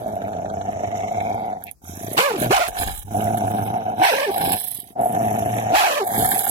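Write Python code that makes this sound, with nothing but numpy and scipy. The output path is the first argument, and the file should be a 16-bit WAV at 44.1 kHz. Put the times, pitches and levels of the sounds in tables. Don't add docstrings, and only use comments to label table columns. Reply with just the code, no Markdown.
import sys
import numpy as np
from scipy import signal
from scipy.fft import rfft, irfft, next_fast_len
from scipy.io import wavfile
from scipy.ndimage import uniform_filter1d

SR = 44100
rng = np.random.default_rng(int(sys.argv[2]) if len(sys.argv) > 2 else 0)


def gain_from_db(level_db):
    decades = np.asarray(level_db, float) / 20
    return 10 ** decades


def store_pcm(level_fs):
    pcm = np.round(np.clip(level_fs, -1, 1) * 32767).astype(np.int16)
    wavfile.write(sys.argv[1], SR, np.atleast_2d(pcm).T)


N = 286646
PADDED = next_fast_len(N)

# frequency in Hz, level in dB per Hz.
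YARD_SPECTRUM = [(35, -31), (60, -1), (3640, -46), (5040, -32), (14400, -34), (15800, -31)]
# time in seconds, peak in dB, fall in dB per second.
GUSTS = [(.81, -50, 16), (2.04, -52, 44), (2.55, -37.5, 80), (2.88, -29.5, 54), (4.48, -38, 167),
         (5.5, -51, 38), (5.77, -38, 200), (6.23, -33, 147)]

# frequency in Hz, level in dB.
PORT_TILT = [(60, 5), (110, -2), (200, -0.5), (380, 2.5), (700, 0.5), (1290, -4.5), (2380, -0.5),
             (4400, -2.5), (9500, -11), (15000, -12.5)]
# frequency in Hz, lag in radians.
PORT_LAG = [(340, .1), (520, 1.2), (700, 1.6), (870, 1.55), (1050, 2.5), (1300, 3.), (16000, 3.)]
# frequency in Hz, likeness from 0 to 1.
PORT_LIKENESS = [(100, 1), (350, 0.9), (900, 0.96), (1400, 0.72), (2400, 0.51), (3500, 0.15), (16000, 0.11)]
# time in seconds, left over right in dB.
HEAD = [(0., -1.5), (1.5, -0.5), (2.2, 0.5), (3., -1.5), (4.2, -0.5), (5.2, 0), (6.5, 1)]

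# time in seconds, peak in
# dB, ring in Hz.
SLAPS = [(1.836, -33.5, 159), (1.892, -24.5, 196), (1.932, -28.5, 234.3), (1.972, -26, 228),
         (2.009, -24.5, 268.8), (2.042, -21.5, 227), (2.08, -21.5, 323), (2.112, -19, 290),
         (2.144, -24, 460), (2.413, -10, 235), (2.814, -23, 184), (4.784, -32.5, 208), (4.829, -38.5, 240),
         (4.903, -34, 248),
         (2.436, -21, 215), (2.46, -13, 194), (2.869, -31, 202), (2.894, -30, 245), (4.401, -23, 180),
          (4.433, -19, 206), (4.473, -16.5, 296), (4.504, -19.5, 340), (4.539, -25, 196), (4.865, -42, 213),
          (6.176, -15.5, 193), (6.189, -16, 310), (6.219, -19.5, 227), (6.244, -25, 264), (6.334, -23, 260)]
# time in seconds, peak in dB, mid band in dB re peak.
CLICKS = [(1.6392, -16, -26), (1.6676, -30, -8), (1.713, -19, -20), (1.8821, -25, -18), (1.9554, -28, -16),
          (2.8384, -15, -17), (4.4129, -18, -10), (4.4293, -19, -17), (4.4473, -15, -19),
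          (4.5206, -16, -15), (4.567, -14, -26), (6.1893, -12, -21), (6.2462, -11, -25), (6.2906, -9, -19),
          (6.346, -13, -20), (6.4083, -12, -29), (6.4517, -9, -27)]
# time in seconds, peak in dB, ring in Hz.
CRACKLES = [(0.2169, -30.5, 1580), (0.2488, -39, 2200), (0.2882, -41, 1260), (0.3312, -33, 1580),
            (0.3661, -39, 1330), (0.455, -33.5, 1586), (0.4978, -30.5, 1330), (0.6135, -31, 1300),
            (0.847, -33, 2260), (0.9258, -38, 2210), (1.0036, -31, 2240), (1.0814, -33, 2230),
            (1.2032, -23.5, 2270), (1.5264, -35, 1580), (1.6217, -36, 1590), (2.4548, -26, 2080),
            (2.7502, -31, 1635), (2.7676, -22, 1630), (2.8739, -28, 3440), (3.206, -29.5, 2930),
            (3.2725, -28.5, 2010), (3.3727, -24.5, 1460), (3.518, -36, 1620), (3.677, -30.5, 2680),
            (4.361, -27, 1736), (4.3814, -29, 1500), (4.4115, -20, 1570), (4.4772, -26, 1510),
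            (4.513, -29, 1465), (4.5337, -21, 2620), (5.1472, -26, 1520), (5.5636, -32, 1511),
            (5.5835, -21, 2150), (6.1035, -26, 1755), (6.136, -34, 1800), (6.1614, -21, 1830),
            (6.2452, -18, 1500), (6.3158, -12, 1800), (6.345, -22, 1760), (6.4642, -19.5, 1480)]

# frequency in Hz, level in dB per Hz.
TEETH_SPECTRUM = [(4240, -40), (7200, -13.5), (7710, -10.5), (8430, -9), (9680, -8.5), (10500, -4.5),
                  (11200, -1), (11600, -3), (12300, -6), (13400, -6), (15800, -15.5)]
# frequency in Hz, level in dB per Hz.
BREATH_SPECTRUM = [(250, -48), (590, -18), (1000, 7), (1240, 0), (1400, -3), (2280, -4), (4330, -9),
                   (4850, -11.5), (7000, -15), (9100, -20.5), (15400, -120)]
# frequency in Hz, level in dB per Hz.
RASP_SPECTRUM = [(620, -20), (1050, -2.5), (1230, -6), (1910, -13), (2190, -5.5), (3000, -12), (3900, -39),
                 (6600, -120)]

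# time in seconds, pitch in Hz, roughness from 0 to 1, voice in dB.
YAPS = [
    [(2.165, 199.5, 0.68, -32), (2.19, 442.3, 0.4, -26), (2.22, 535, 0.21, -26), (2.26, 582.3, 0.04, -21.5),
     (2.29, 528, 0.11, -24), (2.32, 426, 0.39, -22.5), (2.345, 384.5, 0.33, -23.5), (2.4, 269.6, .8, -28)],
    [(2.497, 222, 0.4, -35), (2.508, 327.3, 0.49, -13.5), (2.52, 463, 0.23, -20), (2.54, 771.4, .15, -18.5),
     (2.56, 791.6, 0.2, -23.5), (2.6, 556, 0.32, -26), (2.615, 738.5, 0.33, -21), (2.64, 629, 0.01, -29.5),
     (2.68, 766, 0.53, -36)],
]
# time in seconds, pitch in Hz, roughness from 0 to 1, voice in dB.
BARKS = [
    [(3.995, 699.6, 0.31, -27.5), (4.055, 855.3, 0.55, -23), (4.085, 735.4, 0.2, -25),
     (4.115, 527, 0.18, -18.5), (4.15, 522, .45, -22.5), (4.18, 565.4, 0.33, -23.5), (4.255, 591, 0.2, -25),
     (4.268, 430.5, 0.18, -22.5), (4.305, 376, 0.18, -20.5)],
    [(5.72, 721.3, 0.31, -26), (5.75, 680.6, 0.45, -20.5), (5.782, 835.7, 0.16, -20.5),
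     (5.815, 717.3, .35, -24), (5.845, 799.5, 0.34, -20.5), (5.91, 570, 0.44, -26),
     (5.99, 610.5, 0.11, -24), (6.0, 430, 0.1, -21.5), (6.04, 374.6, 0.13, -24)],
]
# multiple of the pitch, level in dB.
OVERTONES = [(2, -1.5), (3, -4), (4, -11.5), (5, -16.5)]
# wide open in seconds, closing in seconds, breath in dB,
# teeth in dB, overtones in dB.
JAWS = [
    (2.179, 2.267, -20, -27, 1),
    (2.513, 2.66, -23.5, -30, -2),
    (4.039, 4.246, -23, -32, -1),
    (5.759, 5.983, -23, -30.5, -2),
]
# time in seconds, surge in dB, undertone at 0.42 of the pitch in
# dB.
SURGES = [
    (2.188, 7, -29),
    (2.509, 1, -40),
    (4.017, 12, -23.5),
    (5.736, 8.5, -25),
]
# time in seconds, depth in dB, half length in seconds.
BREAKS = [(2.232, -3, .004), (2.329, -12, 0.0075), (2.378, -12, 0.005), (2.402, -6, .008),
          (4.113, -8, .005), (4.168, -7, .01), (4.265, -6, .006), (5.83, -8, 0.0051), (5.89, -3, .006),
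          (5.952, -10, .007), (5.998, -8, 0.0052)]

# time in seconds, effort in dB, chest drive in dB,
# air through the lips in dB.
LONG_GROWLS = [
    [(0.0, -30.5, -41.5, -52), (0.424, -30.5, -37, -64.5), (1.362, -26.5, -39, -56),
     (1.542, -31.5, -51.5, -65), (1.676, -46.5, -52, -61), (1.73, -62, -62, -65)],
    [(3.05, -61, -27.5, -55), (3.142, -24, -32, -41), (3.648, -28, -27, -43.5), (3.792, -26.5, -41, -57.5),
     (3.966, -30, -40.5, -59), (3.998, -23, -31, -45)],
    [(4.958, -32, -67, -74), (5.009, -20, -54, -44.5), (5.051, -25.5, -58, -39), (5.183, -23, -29, -43),
     (5.597, -27.5, -29, -42), (5.725, -22.5, -38, -54.5)],
]
# time in seconds, effort in dB, chest drive in dB, lip air in dB.
SHORT_GROWLS = [
    [(1.82, -58, -54, -60), (1.866, -50.5, -37, -48), (1.98, -45, -39, -46), (2.098, -38, -37, -38),
     (2.155, -33.5, -45, -38)],
    [(2.38, -28, -46, -37), (2.39, -37.5, -37, -38), (2.424, -23, -30, -29), (2.495, -32.5, -24, -48.5)],
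    [(2.68, -29, -41, -31), (2.714, -39.5, -83, -50.5), (2.8, -30.5, -39.5, -28),
     (2.895, -31.5, -36.5, -35), (2.935, -48, -49, -35.5), (3.03, -51.5, -63, -40)],
    [(4.305, -29.5, -57, -36.5), (4.462, -23, -36, -30), (4.55, -27, -42, -28), (4.6, -43.5, -60, -27),
     (4.75, -54.5, -52, -32), (4.93, -56, -62, -57)],
    [(6.04, -32, -70, -41.5), (6.14, -25.5, -36, -28), (6.2, -23, -30, -25), (6.448, -31.5, -59, -25),
     (6.5, -34, -31, -24)],
]
# time in seconds, gape in dB, tongue lift in dB.
GAPE = [(.05, -2.5, 1.5), (.5, 0, -4.5), (1.05, 6, -4.5), (1.45, 0.3, 6), (1.7, -1.5, -2), (1.9, 11, -9.5),
        (2.15, 2, -2.5), (2.75, 4, -2), (3.03, 9, -1), (3.15, -5.5, -5.5), (3.9, 1, 1.5), (4.5, 0.5, 3.5),
        (4.9, 8.5, 4.5), (4.97, -18.5, 10), (5.17, -4, -4.5), (5.7, 3, -4.5), (6.1, -1.5, -3),
        (6.45, 0.5, -3.5)]
# time in seconds, fold pitch in Hz, throat in Hz, mouth in Hz.
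AIRWAY = [(0.0, 114, 647, 1680), (0.2, 96.56, 679, 1593), (0.5, 93.15, 672, 1600), (1.3, 108, 728, 2320),
          (1.85, 87.61, 744, 1480), (2.19, 115.2, 622, 1980), (2.51, 119.8, 662, 1550),
          (2.57, 99.28, 690, 1622), (3.06, 91.16, 823, 1749), (3.09, 101.8, 700, 1527),
          (4.36, 116.2, 757, 1566), (4.45, 87.26, 763, 1600), (4.69, 123, 718, 1850),
          (5.32, 109.5, 695, 1776), (6.5, 116.9, 769, 1702)]
# time in seconds, peak in dB.
JOLTS = [(0.059, -13.5), (0.112, -32), (0.164, -15.5), (0.217, -15), (0.363, -19.5), (0.445, -14.5),
         (0.529, -18), (0.646, -24), (0.732, -31), (0.926, -21), (0.964, -22), (0.994, -25), (1.111, -15.5),
         (1.354, -18.5), (1.873, -35.5), (1.992, -29), (2.031, -24.5), (2.064, -24), (2.098, -27),
         (2.125, -29), (2.418, -20.5), (2.794, -22), (2.816, -16), (2.872, -23), (3.139, -22),
         (3.167, -12.5), (3.192, -14), (3.301, -19), (3.344, -11.5), (3.375, -19), (3.42, -11),
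         (3.792, -26), (3.878, -15), (4.358, -16), (4.456, -24), (4.535, -17), (4.958, -27), (5.056, -7),
         (5.127, -21), (5.148, -14), (5.183, -19), (5.233, -23), (5.527, -22), (6.065, -19.5), (6.189, -14),
         (6.277, -16), (6.358, -14.5), (6.432, -24), (6.467, -14)]
# start in seconds, end in seconds, frequency in Hz, width in Hz.
NOTCHES = [(-0.1, 1.3, 1690, 440), (5, 5.72, 15150, 3000), (3.5, 4.92, 6940, 1400), (2.5, 3.6, 12000, 1500),
           (2.79, 3.03, 6050, 600), (2.9, 3.1, 4700, 500), (3.5, 4.06, 4700, 430), (5, 4.95, 2470, 420),
           (4, 4.9, 1260, 420), (5., 5.72, 4220, 1700), (6, 6.14, 2790, 850), (6, 6.3, 2660, 500),
           (6, 6.5, 2660, 500), (1.1, 2.12, 2900, 420), (0, 1.7, 11000, 530), (0.6, 1.3, 4700, 880),
           (0, .15, 2660, 630), (6, 6.5, 5970, 610), (6.1, 6.7, 4090, 350)]

# share of effort, of chest drive, of lip air, of gape,
# of tongue lift, offset in dB.
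CHEST_LAW = (0.59, .4, 0.003, -0.41, 0.13, -2.05)
RASP_LAW = (0.83, 0, 0.43, 1, 0, -5)
CHEEK_LAW = (0.53, 0, 0.39, 0.95, -1, -23.5)
TONGUE_LAW = (0.5, 0, 0.67, 1.03, 0.49, -9.5)

YARD_DB = -58
FLUTTER_HZ = 26.33
JAW_SHUT_DB, CLOSING_DB, CLOSING_S = -22, -11, 0.08
BREATH_SAG_DB, TEETH_SAG_DB = -9.5, -10
FALSETTO_HZ, FALSETTO_DB_PER_HZ = 606, -0.0008
LOW_END_HZ, LOW_END_DB = 450, 0.5
SURGE_S, UNDERTONE_S, BARK_THROAT_HZ = 0.021, 0.015, 725
HUSH_S, HUSH = 0.0075, 0.37
CLICK_S, CRACKLE_S, CRACKLE_DB = 0.0014, 0.0055, 1.5
SMACK_S, SMACK_DB, SMACK_HZ, SMACK_LENGTH_S = 1.683, -41.5, 2480, 0.016


def evened(x, size=9000):
    mid = x.mean(0) if x.ndim > 1 else x
    return x / np.sqrt(abs(uniform_filter1d(mid ** 2, size)) + 1e-20)


def read(points, hz):
    f, value = np.transpose(points)
    return np.interp(np.log(hz + 1), np.log(f + 1), value)


def columns(tables, fade=0.0041, rise=0.005):
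    t = np.arange(N) / SR
    s, *values = np.transpose(np.concatenate(tables))
    gate = 0
    for rows in tables:
        start, end = rows[0][0], rows[-1][0]
        gate = gate + np.clip(np.minimum((t - start) / rise, (end - t) / fade) + 1, 0, 1)
    return [np.minimum(gate, 1)] + [np.interp(t, s, v) for v in values]


def wander(hz):
    x = signal.lfilter(*signal.butter(2, hz, fs=SR), rng.standard_normal(N))
    return x / x.std()


def resonate(x, hz, width):
    turn = np.exp(2j * np.pi * np.cumsum(hz * np.ones(len(x))) / SR)
    r = np.exp(-np.pi * width / SR)
    smooth = signal.lfilter([(1 - r) ** 2], [1, -2 * r, r * r], x / turn)
    return 2 * (turn * smooth).real


def coloured(x, points):
    gain = gain_from_db(read(points, np.fft.rfftfreq(PADDED, 1 / SR)))
    return irfft(rfft(x, PADDED) * gain, PADDED)[:N]


def ports(x, other):
    bins = np.fft.rfftfreq(PADDED, 1 / SR)
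    half_tilt = gain_from_db(read(PORT_TILT, bins) / 2)
    like = np.clip(read(PORT_LIKENESS, bins), 0, 1)
    late = np.exp(-1j * read(PORT_LAG, bins))
    near, far = rfft(x, PADDED), rfft(other, PADDED)
    left = like * near * late + np.sqrt(1 - like ** 2) * far
    return irfft(np.array([half_tilt * left, near / half_tilt]), PADDED)[:, :N]


def air(gain_db, shape):
    return evened(ports(*(shape(n * gain_from_db(gain_db)) for n in rng.standard_normal((2, N)))))


def yard():
    wash = np.array([coloured(rng.standard_normal(N), YARD_SPECTRUM) for _ in range(2)])
    gusts = [resonate(rng.standard_normal(N), 52, 60) * gain_from_db(3 * wander(9)) for _ in range(2)]
    wind = np.array([1.3 * gusts[0] + 0.2 * gusts[1], 0.8 * gusts[1] + 0.15 * gusts[0]])
    t = np.arange(N) / SR
    gust_db = np.max([db - fall_db * abs(t - s) for s, db, fall_db in GUSTS], axis=0)
    return gain_from_db(YARD_DB - 3.5) * evened(wash) + gain_from_db(gust_db - 5) * evened(wind, size=20000)


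def paving(x, wet_db, t60):
    t = np.arange(4000) / SR
    taps = rng.choice([-1., 1.], (2, 4000)) * (rng.random((2, 4000)) < 0.05)
    taps = taps * gain_from_db(-60 * t / t60) * (t > 0.002)
    return x + gain_from_db(wet_db) * signal.fftconvolve(x, taps / np.linalg.norm(taps[0]), axes=1)[:, :N]


def lips():
    swell = np.exp(-((np.arange(N) / SR - SMACK_S) / SMACK_LENGTH_S) ** 2)
    return gain_from_db(SMACK_DB) * swell * air(6.5 * wander(280), lambda n: resonate(n, SMACK_HZ, 950))


def smacks():
    low, high, t = np.zeros(N), np.zeros((2, N)), np.arange(700) / SR
    for s, db, hz in SLAPS:
        at = round(s * SR)
        low[at:at + len(t)] -= gain_from_db(db) * np.sin(2 * np.pi * hz * t) * np.exp(-((t - 0.004) / 0.0017) ** 2)
    for s, db, mid_db in CLICKS:
        at = round(s * SR)
        bursts = rng.standard_normal((4, len(t))) * np.exp(-t / CLICK_S)
        for port in range(2):
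            bright = resonate(bursts[port], 11700, 2000)
            dull = resonate(bursts[port + 2], 2540, 2700)
            click = bright / abs(bright).max() + gain_from_db(mid_db) * dull / abs(dull).max()
            high[port, at:at + len(t)] += gain_from_db(db) * click
    return ports(low, low) + gain_from_db(-1.5) * ports(*high)


def crackles():
    out, t = np.zeros((2, N)), np.arange(1200) / SR
    envelope = np.minimum(t / 0.00084, 1) * np.exp(-t / CRACKLE_S)
    bursts = rng.standard_normal((len(CRACKLES), 2, len(t))) * envelope
    for (s, db, hz), burst in zip(CRACKLES, bursts):
        for port in range(2):
            ring = resonate(burst[port], hz, 800)
            ring = ring + 0.27 * resonate(burst[port], 3300, 1500) + 0.07 * resonate(burst[port], 6200, 2500)
            out[port, round(s * SR):][:len(t)] += gain_from_db(db + CRACKLE_DB) * ring / abs(ring).max()
    return ports(*out)


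def flutter(depth_db, sharp):
    turns = np.cumsum(FLUTTER_HZ * (1 + 0.12 * wander(12))) / SR
    shut = (0.5 + 0.5 * np.cos(2 * np.pi * turns)) ** sharp
    return -depth_db * shut * np.clip(1 + 0.77 * wander(8), 0, 2)


def controls():
    return columns(sorted(LONG_GROWLS + SHORT_GROWLS), fade=0.016) + columns([GAPE])[1:]


def layer_db(law, drives):
    return law[-1] + sum(share * db for share, db in zip(law, drives[1:]))


def jaw_db(column, sag_db):
    tables = []
    for bark, jaw in zip(YAPS + BARKS, JAWS):
        wide_s, closing_s, peak_db = jaw[0], jaw[1], jaw[column]
        tables.append([(bark[0][0], peak_db + JAW_SHUT_DB),
                       (wide_s, peak_db),
                       (closing_s, peak_db + sag_db),
                       (closing_s + CLOSING_S, peak_db + sag_db + CLOSING_DB)])
    return columns(tables)[1]


def teeth(flap, drives):
    gate, lips_db, barking = drives[0], drives[3], columns(YAPS + BARKS)[0]
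    cheek_db, tongue_db = layer_db(CHEEK_LAW, drives), layer_db(TONGUE_LAW, drives)
    bubbles = rng.exponential(1, N) * (rng.random(N) < 70 / SR)
    bursts_db = np.minimum(signal.lfilter([4], [1, -np.exp(-1 / (0.003 * SR))], bubbles), 16)
    spit_db = 3.9 * flap + 2.73 * wander(83) + bursts_db
    peak_hz = 11300 * (1 + 0.03 * wander(9))
    peak_gain = gain_from_db(5.4 * flap[::-1])
    drawn = np.clip((lips_db + 40) / 7, 0, 1)
    bared = 1 + 0.07 * drawn

    def edge(n):
        return coloured(n + resonate(n, peak_hz, 900) * peak_gain, TEETH_SPECTRUM)

    def cheek_cavity(n):
        return resonate(n, 5600 * bared, 800) - resonate(n, 6700 * bared, 1700)

    def tongue_cavity(n):
        front = resonate(n, 3100 * bared, 730) - resonate(n, 3800 * bared, 560)
        return front + (0.5 + 0.099 * drawn) * resonate(n, 4750 * bared, 820)

    chopped = air(spit_db, edge)
    cheek = air(0.35 * spit_db + 2.9 * wander(38), cheek_cavity)
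    tongue = air(0.4 * spit_db + 2.65 * wander(40), tongue_cavity)
    blown = air(2 * wander(150), lambda n: coloured(n, TEETH_SPECTRUM))
    snarl = gain_from_db(lips_db) * chopped + gain_from_db(cheek_db) * cheek + gain_from_db(tongue_db) * tongue
    return gate * snarl + barking * gain_from_db(jaw_db(column=3, sag_db=TEETH_SAG_DB)) * blown


def barks():
    gate, hz, rough, voice_db = columns(YAPS + BARKS)
    t = np.arange(N) / SR
    overtones_db = jaw_db(column=4, sag_db=1.5) + FALSETTO_DB_PER_HZ * np.maximum(hz - FALSETTO_HZ, 0)
    overtones_db += LOW_END_DB * np.clip((LOW_END_HZ - hz) / 60, 0, 1) * (t > 3)
    turns = np.cumsum(hz * (1 + (0.012 + 0.24 * rough) * wander(160))) / SR
    shake = gain_from_db(2.6 * rough * wander(160) + 0.6 * wander(70))
    broken = wander(51)

    upper = np.zeros(N)
    for k, db in OVERTONES:
        level = gain_from_db(db + overtones_db + 2.6 * np.roll(broken, 5000 * k))
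        jitter = (0.25 + 1.5 * rough) * np.roll(broken, -3000 * k)
        upper += level * np.cos(2 * np.pi * k * turns + jitter)
    upper *= shake ** 1.36 * gain_from_db(-1.5)
    tone = shake * np.cos(2 * np.pi * turns) + upper
    tone += 0.85 * resonate(tone, BARK_THROAT_HZ, 400)

    surge_db, slam = np.zeros(N), np.zeros(N)
    for s, db, under_db in SURGES:
        surge_db += db * np.clip((t - s) / 0.0014 + 0.5, 0, 1) * np.exp(-abs(t - s) / SURGE_S)
        slam += gain_from_db(under_db) * np.exp(-((t - s) / UNDERTONE_S) ** 2)
    for s, db, half in BREAKS:
        surge_db += db * np.exp(-((t - s) / half) ** 2)
    under = slam * np.cos(0.42 * 2 * np.pi * turns)
    under += gain_from_db(voice_db - 9.5) * np.clip(rough, 0, 1) * shake * np.cos(np.pi * turns + 1.5 * broken)

    mouth_hz = 2600 * (1 + 0.12 * broken)
    breath = air(-9 * (turns % 1) + 2.03 * wander(90),
                 lambda n: coloured(n + 1.37 * resonate(n, mouth_hz, 500), BREATH_SPECTRUM))
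    voice = gain_from_db(voice_db + surge_db + 3) * ports(tone, upper) + ports(under, under)
    return gate * (voice + gain_from_db(jaw_db(column=2, sag_db=BREATH_SAG_DB)) * breath)


def growl(flap, drives):
    gate, effort_db, hum_db, *_ = drives
    chest_db, rasp_db = layer_db(CHEST_LAW, drives), layer_db(RASP_LAW, drives)
    _, fold_hz, throat_hz, mouth_hz = columns([AIRWAY])
    turns = np.cumsum(fold_hz * (1 + 0.08 * wander(60) + 0.045 * wander(15))) / SR
    pulses = np.diff(np.floor(turns), prepend=0) * gain_from_db(2.2 * wander(150) + 3.5 * flap)
    puff_db = -18 * (turns % 1) + 5.2 * flap + 1.6 * wander(90)
    puffs = rng.standard_normal(N) * gain_from_db(0.3 * puff_db + 7 * flap)
    drive = evened(pulses) + 0.62 * evened(puffs)

    throat = resonate(drive, throat_hz * (1 + 0.022 * wander(25)), 113)
    # gain, ratio to the throat, width in Hz
    for gain, ratio, width in [(0.19, 0.926, 180), (0.11, 1.133, 140), (0.12, 0.797, 190), (0.027, 1.61, 450)]:
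        throat += gain * resonate(drive, ratio * throat_hz, width)
    chest = resonate(drive, 211.6, 178) + 0.31 * resonate(drive, 248, 240)
    rasp = air(puff_db + 2.7 * flap + 2.4 * wander(30),
               lambda n: coloured(n + 1.78 * resonate(n, mouth_hz, 450), RASP_SPECTRUM))
    hum_turns = np.cumsum(fold_hz * (1 + 0.045 * wander(18))) / SR
    hum = np.cos(2 * np.pi * hum_turns) * gain_from_db(4.5 * wander(11) + 4 * flap)

    jolts, hush, t = np.zeros(N), np.ones(N), np.arange(900) / SR
    swell = (t / 0.0037 * np.exp(1 - t / 0.0038)) ** 2
    for s, db in JOLTS:
        at = round(s * SR)
        jolts[at:at + len(t)] += gain_from_db(db) * np.sin(2 * np.pi * throat_hz[at] * t) * swell
        hush[at - len(t) // 2:][:len(t)] *= 1 - HUSH * np.exp(-((t - t.mean()) / HUSH_S) ** 2)

    voice = hush * gain_from_db(effort_db) * evened(ports(throat, throat[::-1]))
    voice += gain_from_db(chest_db) * evened(ports(chest, chest[::-1]))
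    voice += gain_from_db(rasp_db) * rasp
    voice += gain_from_db(hum_db) * evened(ports(hum, hum[::-1]))
    return gate * voice + gain_from_db(-2.5) * ports(jolts, jolts)


def notches(x):
    out, shifting = x.copy(), wander(13)
    for start, end, hz, width in NOTCHES:
        part = slice(round(start * SR), round(end * SR))
        t = np.arange(N)[part] / SR
        shift = np.roll(shifting, round(hz))[part]
        opened = np.clip(np.minimum(t - start, end + 0.01 - t) / 0.02, 0, 1)
        opened = opened * np.clip(0.95 + 0.25 * shift, 0, 1)
        notch_hz = hz + 0.2 * width * shift[::-1]
        for port in out:
            band = resonate(port[part][::-1], notch_hz[::-1], width)[::-1]
            port[part] -= opened * resonate(band, notch_hz, width)
    return out


def scene():
    flap, drives = flutter(0.73, 0.86), controls()
    dog = growl(flap, drives) + teeth(flap, drives) + barks() + smacks() + lips() + crackles()
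    dog = signal.sosfilt(signal.butter(2, 62, "high", fs=SR, output="sos"), dog)
    dog = dog * gain_from_db(np.outer([0.5, -0.5], columns([HEAD])[1]))
    return notches(paving(dog, wet_db=-15, t60=0.08) + yard())


def band_limit(x):
    return signal.sosfilt(signal.butter(12, 16850, fs=SR, output="sos"), x)


def record(dry):
    _, _, z = signal.stft(0.85 * np.tanh(dry / 0.85), SR, nperseg=1024, noverlap=768)

    bands = (abs(z[:, 24:368]) ** 2).mean(0).reshape(43, 8, -1).mean(1)
    band_db = 10 * np.log10(abs(uniform_filter1d(bands, size=10, axis=1)) + 1e-20)
    excess_db = band_db - uniform_filter1d(band_db, size=11, axis=0)
    whim_db = 1.5 * np.sqrt(14) * uniform_filter1d(rng.standard_normal(bands.shape), size=14, axis=1)
    growl_power = (abs(z[:, 12:22]) ** 2).mean((0, 1))
    growl_db = 10 * np.log10(abs(uniform_filter1d(growl_power, size=10)) + 1e-20)
    masked = (band_db + whim_db < growl_db - 43) & (np.arange(43) > 33)[:, None]
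    emptied = (excess_db + whim_db < -3.8) | masked
    z[:, 24:368] *= np.repeat(gain_from_db(-28 * emptied), 8, axis=0)

    lines = uniform_filter1d((abs(z[:, 26:190]) ** 2).mean(0), size=7, axis=1)
    lines = abs(uniform_filter1d(lines, size=3, axis=0)) + 1e-20
    weak_db = 10 * np.log10(lines / uniform_filter1d(lines, size=17, axis=0))
    z[:, 26:190] *= gain_from_db(0.7 + np.clip(2.5 * (weak_db + 1), -14, 0))

    z[:, 368:372] *= gain_from_db(-28 * masked[-1])
    z[:, 372:] *= gain_from_db(-45)
    mix = signal.istft(z, SR, nperseg=1024, noverlap=768)[1][:, :N]
    return band_limit(mix)


dry = scene()
out = record(dry)
store_pcm(out)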